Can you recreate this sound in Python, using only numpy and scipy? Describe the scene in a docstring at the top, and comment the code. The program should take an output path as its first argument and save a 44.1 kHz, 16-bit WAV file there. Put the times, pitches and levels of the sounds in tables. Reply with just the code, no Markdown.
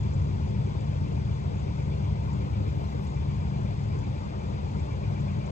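"""Distant mowers drone, whirr and boom past a golf tee on a summer morning; no blow falls.
Engines are wavering sine waves; blurred drones, whirr, rumble and a soft wash of air are shaped noise.
Crickets pulse in the tree line as rough tones and bursts of narrow noise. A small bird gives rising
chips, made of sweeping tones, and a katydid buzzes faintly in high throbbing noise.
The club head brushes the grass once, as a short grainy burst of noise."""
import sys
import numpy as np
from scipy import signal
from scipy.fft import rfft, irfft, next_fast_len
from scipy.io import wavfile

SR = 44100
rng = np.random.default_rng(int(sys.argv[2]) if len(sys.argv) > 2 else 0)


def put_to_file(sound):
    """Save the sound as 16-bit audio at rate SR, in the file named by the first command-line argument."""
    columns = np.atleast_2d(sound).T  # one column per channel
    safe = np.clip(columns, -1, 1)
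    whole_steps = np.round(safe * 32767)
    wavfile.write(sys.argv[1], SR, whole_steps.astype(np.int16))


N = 242991
T, HZ = np.arange(N) / SR, np.fft.rfftfreq(N, 1 / SR)  # time in seconds, frequency in Hz

# How much louder far sounds are at the left microphone port than at the right.
# Each row: frequency in Hz, left minus right in dB.
PORT_BALANCE = [(60, 1.6), (200, 3), (380, 0.72), (700, 3.5), (920, 5.9), (1290, 3.9), (1650, 3.5),
                (2050, 9.8), (2500, 7), (3600, 3.8), (4600, 6.9), (7000, 3.9), (8100, 1.5), (10000, 0.5)]
# How far the left port runs ahead of the right. Each row: frequency in Hz, lead in radians.
LEFT_LEAD = [(40, 0.13), (150, 0.56), (270, 1.05), (400, 2.07), (720, 2.41), (900, 2.6), (1400, 3.1),
             (2000, 3.7), (2800, 7.02), (4200, 9.7), (5500, 10), (6300, 12.5), (7300, 11.4), (10000, 15.1),
             (11200, 16)]


def gain_of(db):
    """Turns decibels into a factor on the sound wave."""
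    return 10 ** (np.asarray(db) / 20)


def evened(x):
    """Scales a signal to an rms (average strength) of 1."""
    return x / np.sqrt(np.mean(abs(x) ** 2) + 1e-30)


def over_frequency(points):
    """Joins table points over a log frequency axis, since we hear pitch in ratios."""
    f, value = np.transpose(points)
    return np.interp(np.log(HZ + 1), np.log(f + 1), value)


def over_time(points, times=T):
    """Joins table points by straight lines over time."""
    return np.interp(times, *np.transpose(points))


def white():
    """Spectrum of white noise: equal power at every frequency on average."""
    return rng.standard_normal(len(HZ)) + 1j * rng.standard_normal(len(HZ))


def drift(rate):
    """Slow random wandering of rms 1, up to about rate changes a second."""
    slow = np.exp(-(HZ / rate) ** 2) * (HZ > 0)
    return evened(irfft(white() * slow, N))


def ring(hz, width):
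    """Gain of a resonance, 1 at its centre and falling off on both sides."""
    return 1 / (1 + ((HZ - hz) / (.8 * width)) ** 2)


def ring_noise(hz, width):
    """White noise passed through a resonance: a blurred tone."""
    return irfft(white() * ring(hz, width), N)


def sides(balance_db):
    """Left and right gains that set a sound off to one side; positive leans left."""
    return gain_of([[balance_db / 2], [-balance_db / 2]])


def ports(spectrum, likeness, balance_db):
    """Noise of rms 1 over both ports, partly alike and out of step, as from a spread-out source."""
    same, left = np.clip(likeness, 0, 1), white()
    right = same * left + np.sqrt(1 - same ** 2) * white()
    right = right * np.exp(-1j * over_frequency(LEFT_LEAD))
    both = np.array([left * gain_of(balance_db / 2), right * gain_of(-balance_db / 2)])
    return evened(irfft(spectrum * both, N))


def from_afar(x):
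    """Brings one far source to both ports, which differ in level and timing at each frequency."""
    half = gain_of(over_frequency(PORT_BALANCE) / 2) * np.exp(.5j * over_frequency(LEFT_LEAD))
    return irfft(rfft(x) * np.array([half, 1 / half]), N)


def bed(table):
    """Wide noise from all over the course, arriving partly alike at the two ports."""
    # Each row: frequency in Hz, likeness of left and right from 0 to 1.
    port_likeness = [(60, 0.97), (150, 0.88), (210, 0.8), (270, 0.69), (390, 0.91), (700, 0.82),
                     (880, 0.53), (1350, 0.9), (1950, 0.48), (2500, 1), (3400, 0.61), (5000, 0.46),
                     (6500, 0.76), (10000, 1)]
    return ports(gain_of(over_frequency(table)), over_frequency(port_likeness), over_frequency(PORT_BALANCE))


def swell(centre, length):
    """One smooth rise and fall: a single hump of a squared cosine."""
    return np.cos(np.pi * np.clip((T - centre) / length, -.5, .5)) ** 2


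def mottled(x, patch_db, patch_hz, patch_s):
    """Moving air lifts and drops small patches of a far sound in time and frequency."""
    hz, t, z = signal.stft(x, SR, nperseg=1024, noverlap=768)
    across, along = np.fft.fftfreq(len(hz), hz[1])[:, None], np.fft.fftfreq(len(t), t[1])
    blur = np.exp(-(across * patch_hz) ** 2 - (along * patch_s) ** 2)
    grain = np.fft.fft2(rng.standard_normal(z.shape[1:]))  # one pattern for both ports
    patches = evened(np.fft.ifft2(grain * blur).real)
    return signal.istft(z * gain_of(patch_db * patches), SR, nperseg=1024, noverlap=768)[1][:, :N]


def beats(first, period):
    """Times of an insect's evenly spaced calls."""
    return np.arange(first, T[-1] + period, period)


def mower_engine(engine_hz=72.38, waver_hz=0.14, fade_db=0.8):
    """A governed engine hums at multiples of one pitch (orders), each fading in the moving air."""
    # Level of the first order. 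Each row: time in seconds, level in dB rms before the fading.
    first_order_level = [(0, -34), (1.4, -39.5), (1.65, -40.5), (2.05, -33.5), (2.8, -37), (3.1, -39.5),
                         (3.6, -37.5), (3.95, -51), (4.35, -44), (4.8, -36.5), (5.5, -51.5)]
    # Level of the second order, the main hum. Each row: time in seconds, level in dB rms before the fading.
    second_order_level = [(0, -37.5), (1.9, -34), (2.5, -35.5), (2.95, -40), (3.25, -35), (3.85, -38.5),
                          (4.33, -45.5), (4.6, -38), (5.05, -37.5), (5.25, -31), (5.5, -39)]
    # Higher orders. Each row: multiple of the engine pitch, level in dB relative to the second order.
    upper_orders = [(3, -20), (5, -28), (6, -28.5)]
    turns = np.cumsum(engine_hz + waver_hz * drift(1.77)) / SR
    hum_db = over_time(second_order_level)
    orders = [(1, over_time(first_order_level)), (2, hum_db)]
    orders += [(round(k), hum_db + db) for k, db in upper_orders]
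    hum = 0
    for k, db in orders:
        level = gain_of(db + fade_db * drift(4.6))
        hum = hum + level * np.sin(2 * np.pi * (k * turns + rng.random()))
    return from_afar(np.sqrt(2) * hum)  # a sine needs the root of 2 to have an rms of 1


def other_hums(waver_hz=.15):
    """Other machines hum steadily, as sine waves whose pitch wavers a little."""
    # Each row: pitch in Hz, level in dB rms.
    hum_tones = [(62.1, -41.5), (66.1, -54.5), (90.2, -44.5), (101.5, -45.5), (120.1, -42.5), (186.2, -54)]
    hums = 0
    for hz, db in hum_tones:
        turns = np.cumsum(hz + waver_hz * drift(0.99)) / SR
        hums = hums + gain_of(db) * np.sin(2 * np.pi * (turns + rng.random()))
    return from_afar(np.sqrt(2) * hums)


def far_drones(fade_db=1.5, fades_per_s=6.3):
    """Machines further off drone as blurred tones: noise through resonances, gently fading."""
    # Each row: centre in Hz, width in Hz, starting level in dB rms before the fading, change in dB a second.
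    drone_bands = [(196.9, 15.5, -43, 0), (289.5, 17, -55.5, -0.3), (379.3, 22, -57, 0.78),
                   (588, 19, -60, 1.22), (695, 170, -64, 0.95)]
    drones = 0
    for hz, width, db, change in drone_bands:
        level = gain_of(db + change * T + fade_db * drift(fades_per_s))
        drones = drones + level * evened(ring_noise(hz, width))
    return from_afar(drones)


def rumble(start_db=-30, fall_db_per_s=0.4, lump_db=0.4):
    """Exhaust noise blurred by distance, sinking as the mowers draw slowly away, with brief lulls."""
    # Colour of the rumble. Each row: frequency in Hz, relative level in dB per Hz.
    rumble_colour = [(20, -49), (30, -35), (40, -19), (52, -14.5), (70, -11), (88, -0.5), (108, -4),
                     (135, -6.5), (165, -11.5), (212, -13), (250, -23.5), (400, -27.5), (900, -81.5),
                     (9000, -120)]
    # Each row: middle in seconds, length in seconds, change in dB at the middle.
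    lulls = [(0.863, 0.067, -7), (0.958, 0.072, -8), (1.76, 0.075, -6.5), (2.892, 0.11, -5),
             (3.136, 0.12, -5), (4.13, 0.072, -4), (4.37, 0.22, -6.5), (5.45, 0.13, -6.5)]
    level_db = start_db - fall_db_per_s * T + lump_db * drift(4.6)
    for s, length, db in lulls:
        level_db = level_db + db * swell(s, length)
    return bed(rumble_colour) * gain_of(level_db)


def whirr(wander_hz=14, fade_db=2.5):
    """Hollow whirr of far blades: blurred tones that wander and fade, each in its own way."""
    # Each row: centre in Hz before wandering, width in Hz, relative level in dB before fading.
    blade_tones = [(815, 32, -2.5), (887, 37, 0), (957, 50, -2), (1040, 21, -4)]
    # Each row: time in seconds, level in dB rms.
    whirr_level = [(0, -56), (1.17, -56.5), (1.25, -74), (1.33, -54), (1.72, -65.5), (1.87, -54),
                   (2.5, -53.5), (2.62, -59), (2.75, -53.5), (3.7, -55.5), (4.07, -64), (4.72, -55.5),
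                   (5.5, -56)]
    tones = 0
    for hz, width, db in blade_tones:
        # the complex (analytic) form lets a turning phase shift the pitch
        blurred = signal.hilbert(ring_noise(hz, width), next_fast_len(N))[:N]
        wander = np.exp(2j * np.pi * np.cumsum(wander_hz * drift(3.015)) / SR)
        tones = tones + gain_of(db + fade_db * drift(8)) * evened((blurred * wander).real)
    return from_afar(evened(tones) * gain_of(over_time(whirr_level)))


def wash(start_db=-43.5, rise_db_per_s=0.1838):
    """Far blades and air blend into a soft noise that comes and goes in patches."""
    # Each row: frequency in Hz, relative level in dB per Hz.
    wash_colour = [(100, -15), (240, -13.5), (290, 0.5), (335, -6), (385, 0.5), (480, -1), (600, -4.5),
                   (780, -8), (920, -6.5), (1030, -9.5), (1200, -13), (1480, -16), (1780, -22.5),
                   (3000, -36.5), (8000, -58.5), (13000, -79)]
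    patchy = mottled(bed(wash_colour), patch_db=2.15, patch_hz=220, patch_s=0.037)
    return gain_of(start_db + rise_db_per_s * T) * patchy


def chorus(level_db=-55.5):
    """Leaves and countless insects blend into a noise smoother than the wash."""
    # Each row: frequency in Hz, relative level in dB per Hz.
    chorus_colour = [(1000, -16.5), (1750, -7), (2050, 1), (2500, -2), (2920, -4), (3450, -0.8),
                     (4250, -5.5), (4850, -5.5), (5700, -9), (7500, -13.5), (7950, -19), (9200, -25),
                     (10600, -23.5), (11600, -40.5), (15000, -53)]
    return gain_of(level_db) * mottled(bed(chorus_colour), patch_db=1.57, patch_hz=348, patch_s=0.026)


def hiss(level_db=-94.5, hz=13000, width_hz=2600):
    """A thin steady hiss at the top: noise in a broad resonance, the same at both ports."""
    return gain_of(level_db) * evened(ring_noise(hz, width_hz))


def trills(first, period, length, db, hz, width_hz, balance_db, uneven_db):
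    """A far cricket's bursts on a steady beat, each a little louder or softer."""
    bursts = 0
    for s in beats(first, period):
        bursts = bursts + gain_of(db + uneven_db * rng.standard_normal()) * swell(s, length)
    return bursts * ports(ring(hz, width_hz), .13, balance_db)


def ground_crickets(strokes_per_s=42):
    """One trills in slow bursts of wing strokes, a lower one pulses quickly, a high faint one never stops."""
    stroke_turns = np.cumsum(strokes_per_s + 3 * drift(5)) / SR
    strokes = evened(1 + .7 * np.sin(2 * np.pi * stroke_turns))
    slow = strokes * trills(first=.018, period=.2232, length=0.24, db=-70.5, hz=6690, width_hz=110,
                            balance_db=3.0, uneven_db=-0.5)
    quick = trills(first=.071, period=.10204, length=0.11, db=-73.0, hz=4680, width_hz=150,
                   balance_db=5.0, uneven_db=1.5)
    steady = gain_of(-80) * ports(ring(7600, 90), .5, balance_db=-1.5)
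    return slow + quick + steady


def mole_cricket(first=.047, period=.12477, length=.036, low_hz=2080, top_hz=2378, waver_hz=50, rasp_db=2,
                 uneven_db=.7, echo_hz=2390, echo_width_hz=450, echo_decay_s=0.06, echo_db=0.5, balance_db=3):
    """Eight rough chirps a second, each arching in pitch; trees return echoes and a blurred tail."""
    # The chirps come and go in groups. Each row: time in seconds, level of a chirp in dB before rasp and echoes.
    chirp_level = [(0, -63), (.7, -58), (1.0, -61), (1.17, -59), (1.3, -61.5), (1.8, -57.5), (2.3, -60.5),
                   (2.42, -57.3), (2.8, -60), (3.04, -63), (3.17, -58), (3.42, -60.5), (3.55, -57.5),
                   (3.79, -60), (4.1, -57), (4.29, -60), (4.66, -59), (4.9, -55.7), (5.5, -55)]
    # Echoes from the tree line. Each row: delay in seconds, level in dB, left minus right in dB.
    tree_echoes = [(.014, -6, 4), (.032, -9, -3), (.062, -11, 2)]
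    chirps = 0
    for s in beats(first, period):
        uneven_length = length * gain_of(uneven_db * rng.standard_normal())
        chirps = chirps + gain_of(over_time(chirp_level, s)) * swell(s, uneven_length)
    from_crest = (T - first + period / 2) % period - period / 2  # seconds from the nearest chirp's middle
    arch = np.exp(-(2 * from_crest / length) ** 2)
    hz = low_hz + (top_hz - low_hz) * arch + waver_hz * drift(250)
    tone = np.sin(2 * np.pi * np.cumsum(hz) / SR)
    call = chirps * evened(tone * gain_of(rasp_db * drift(250)))
    heard = call * sides(balance_db)
    for delay, db, side_db in tree_echoes:
        heard = heard + np.interp(T - delay, T, call, left=0) * gain_of(db) * sides(side_db)
    keep = np.exp(-1 / (echo_decay_s * SR))  # share of the tail left after each sample
    tail = signal.lfilter([2 / (length * SR)], [1, -keep], chirps)
    return heard + gain_of(echo_db) * tail * ports(ring(echo_hz, echo_width_hz), 0.27, balance_db)


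def bird(start_hz=4200, top_hz=7680, sweep_s=.004, chip_s=0.019, balance_db=8, fade_db=7, flutter_db=2,
         waver_hz=150, blur_s=.004, blur_db=-1.5):
    """Each chip is a fluttering tone that sweeps up, levels off and fades, blurred by leaves nearby."""
    # Each row: start in seconds, level in dB before the fade, flutter and blur.
    chips = [(.134, -57.5), (.803, -62.5), (1.588, -61), (2.327, -57.5), (3.065, -60), (3.986, -61.5),
             (4.793, -59), (5.199, -62.5), (5.457, -56.5)]
    song = np.zeros(N)
    for s, db in chips:
        age = np.maximum(T - s, 0)
        hz = top_hz + (start_hz - top_hz) * np.exp(-age / sweep_s) + waver_hz * drift(500)
        shape = np.minimum(10 * swell(s + chip_s / 2, chip_s), 1)  # quick start and stop
        level = gain_of(db - fade_db * age / chip_s) * shape
        song += level * np.sin(2 * np.pi * np.cumsum(hz) / SR)
    song = song * gain_of(flutter_db * drift(300))
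    leaves = rng.standard_normal((2, 1024)) * np.exp(-T[:1024] / blur_s)  # many tiny echoes dying away
    blur = signal.oaconvolve(song[None], leaves / np.linalg.norm(leaves[0]), axes=1)[:, :N]
    return (song + gain_of(blur_db) * blur) * sides(balance_db)


def katydid(hz=14400, width_hz=2100, rasp_db=1.5, attack_s=.025, release_s=.03, strokes_per_s=47.5, stroke_db=2.3):
    """Faint ticks and a rasping high buzz: noise that swells, throbs with the wing strokes and dies away."""
    # Short ticks lead up to a long buzz.
    # Each row: start in seconds, length in seconds, level in dB before rise and throb, rise over its length in dB.
    buzzes = [(.225, .035, -91, 0), (.815, .04, -93, 0), (1.56, .045, -91, 0), (1.93, .1, -92, 3),
              (2.055, .035, -86, 0), (2.21, .11, -80, -5), (2.33, .28, -87, 2), (2.6, .45, -81.5, 1)]
    level = np.zeros(N)
    for s, length, db, rise_db in buzzes:
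        attack = np.clip((T - s) / attack_s, 0, 1)
        release = np.exp(-np.maximum(T - s - length, 0) / release_s)
        rising = gain_of(db + rise_db * np.clip((T - s) / length, 0, 1))
        level = np.maximum(level, attack * release * rising)
    throb_db = stroke_db * np.sin(2 * np.pi * strokes_per_s * T)
    rasp = gain_of(rasp_db * drift(300) + throb_db)
    return level * evened(ring_noise(hz, width_hz) * rasp)


def booms():
    """Now and then the far rumble gathers on one note and lets go again: swelling sine waves."""
    # Each row: middle in seconds, length in seconds, pitch in Hz, level in dB rms at the middle.
    boom_notes = [(0.723, 0.35, 104, -32), (1.01, 0.25, 91.5, -31.5), (1.305, 0.33, 89, -32),
                  (2.1, 0.45, 102.3, -32), (2.371, 0.22, 193.4, -35), (2.607, 0.42, 101.4, -30.5),
                  (3.32, 0.3, 98, -34), (3.88, 0.17, 103.2, -32.5), (4.072, 0.25, 90.6, -31.5),
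                  (4.523, 0.11, 122, -32.5), (5.092, 0.34, 104.7, -35.5)]
    notes = 0
    for s, length, hz, db in boom_notes:
        notes = notes + gain_of(db) * swell(s, length) * np.sin(2 * np.pi * (hz * T + rng.random()))
    return from_afar(np.sqrt(2) * notes)


def grass(s=3.04, length=.065, db=-69.0, hz=9000, width_hz=3800, grain_db=2):
    """Blades of grass flick against the sole of the club as it is set down: a grainy burst of noise."""
    level = gain_of(db + grain_db * drift(296)) * swell(s, length)
    return level * ports(ring(hz, width_hz), 0.92, balance_db=1)


def scene():
    """Adds up everything heard from the tee."""
    machines = mower_engine() + other_hums() + far_drones() + rumble() + whirr() + booms()
    air = wash() + chorus() + hiss()
    animals = ground_crickets() + mole_cricket() + bird() + katydid()
    return machines + air + animals + grass()


def record(dry, edge_hz=15700):
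    """The recorder's band limit takes away the highest treble; both ends fade softly."""
    ends = np.clip(np.minimum(T, T[-1] - T) / .004, 0, 1)  # fades of 4 ms
    faded = dry * np.sin(np.pi / 2 * ends) ** 2
    low_pass = signal.firwin(511, edge_hz, window=("kaiser", 9), fs=SR)
    return signal.oaconvolve(faded, low_pass[None], "same")


dry = scene()
out = record(dry)
put_to_file(out)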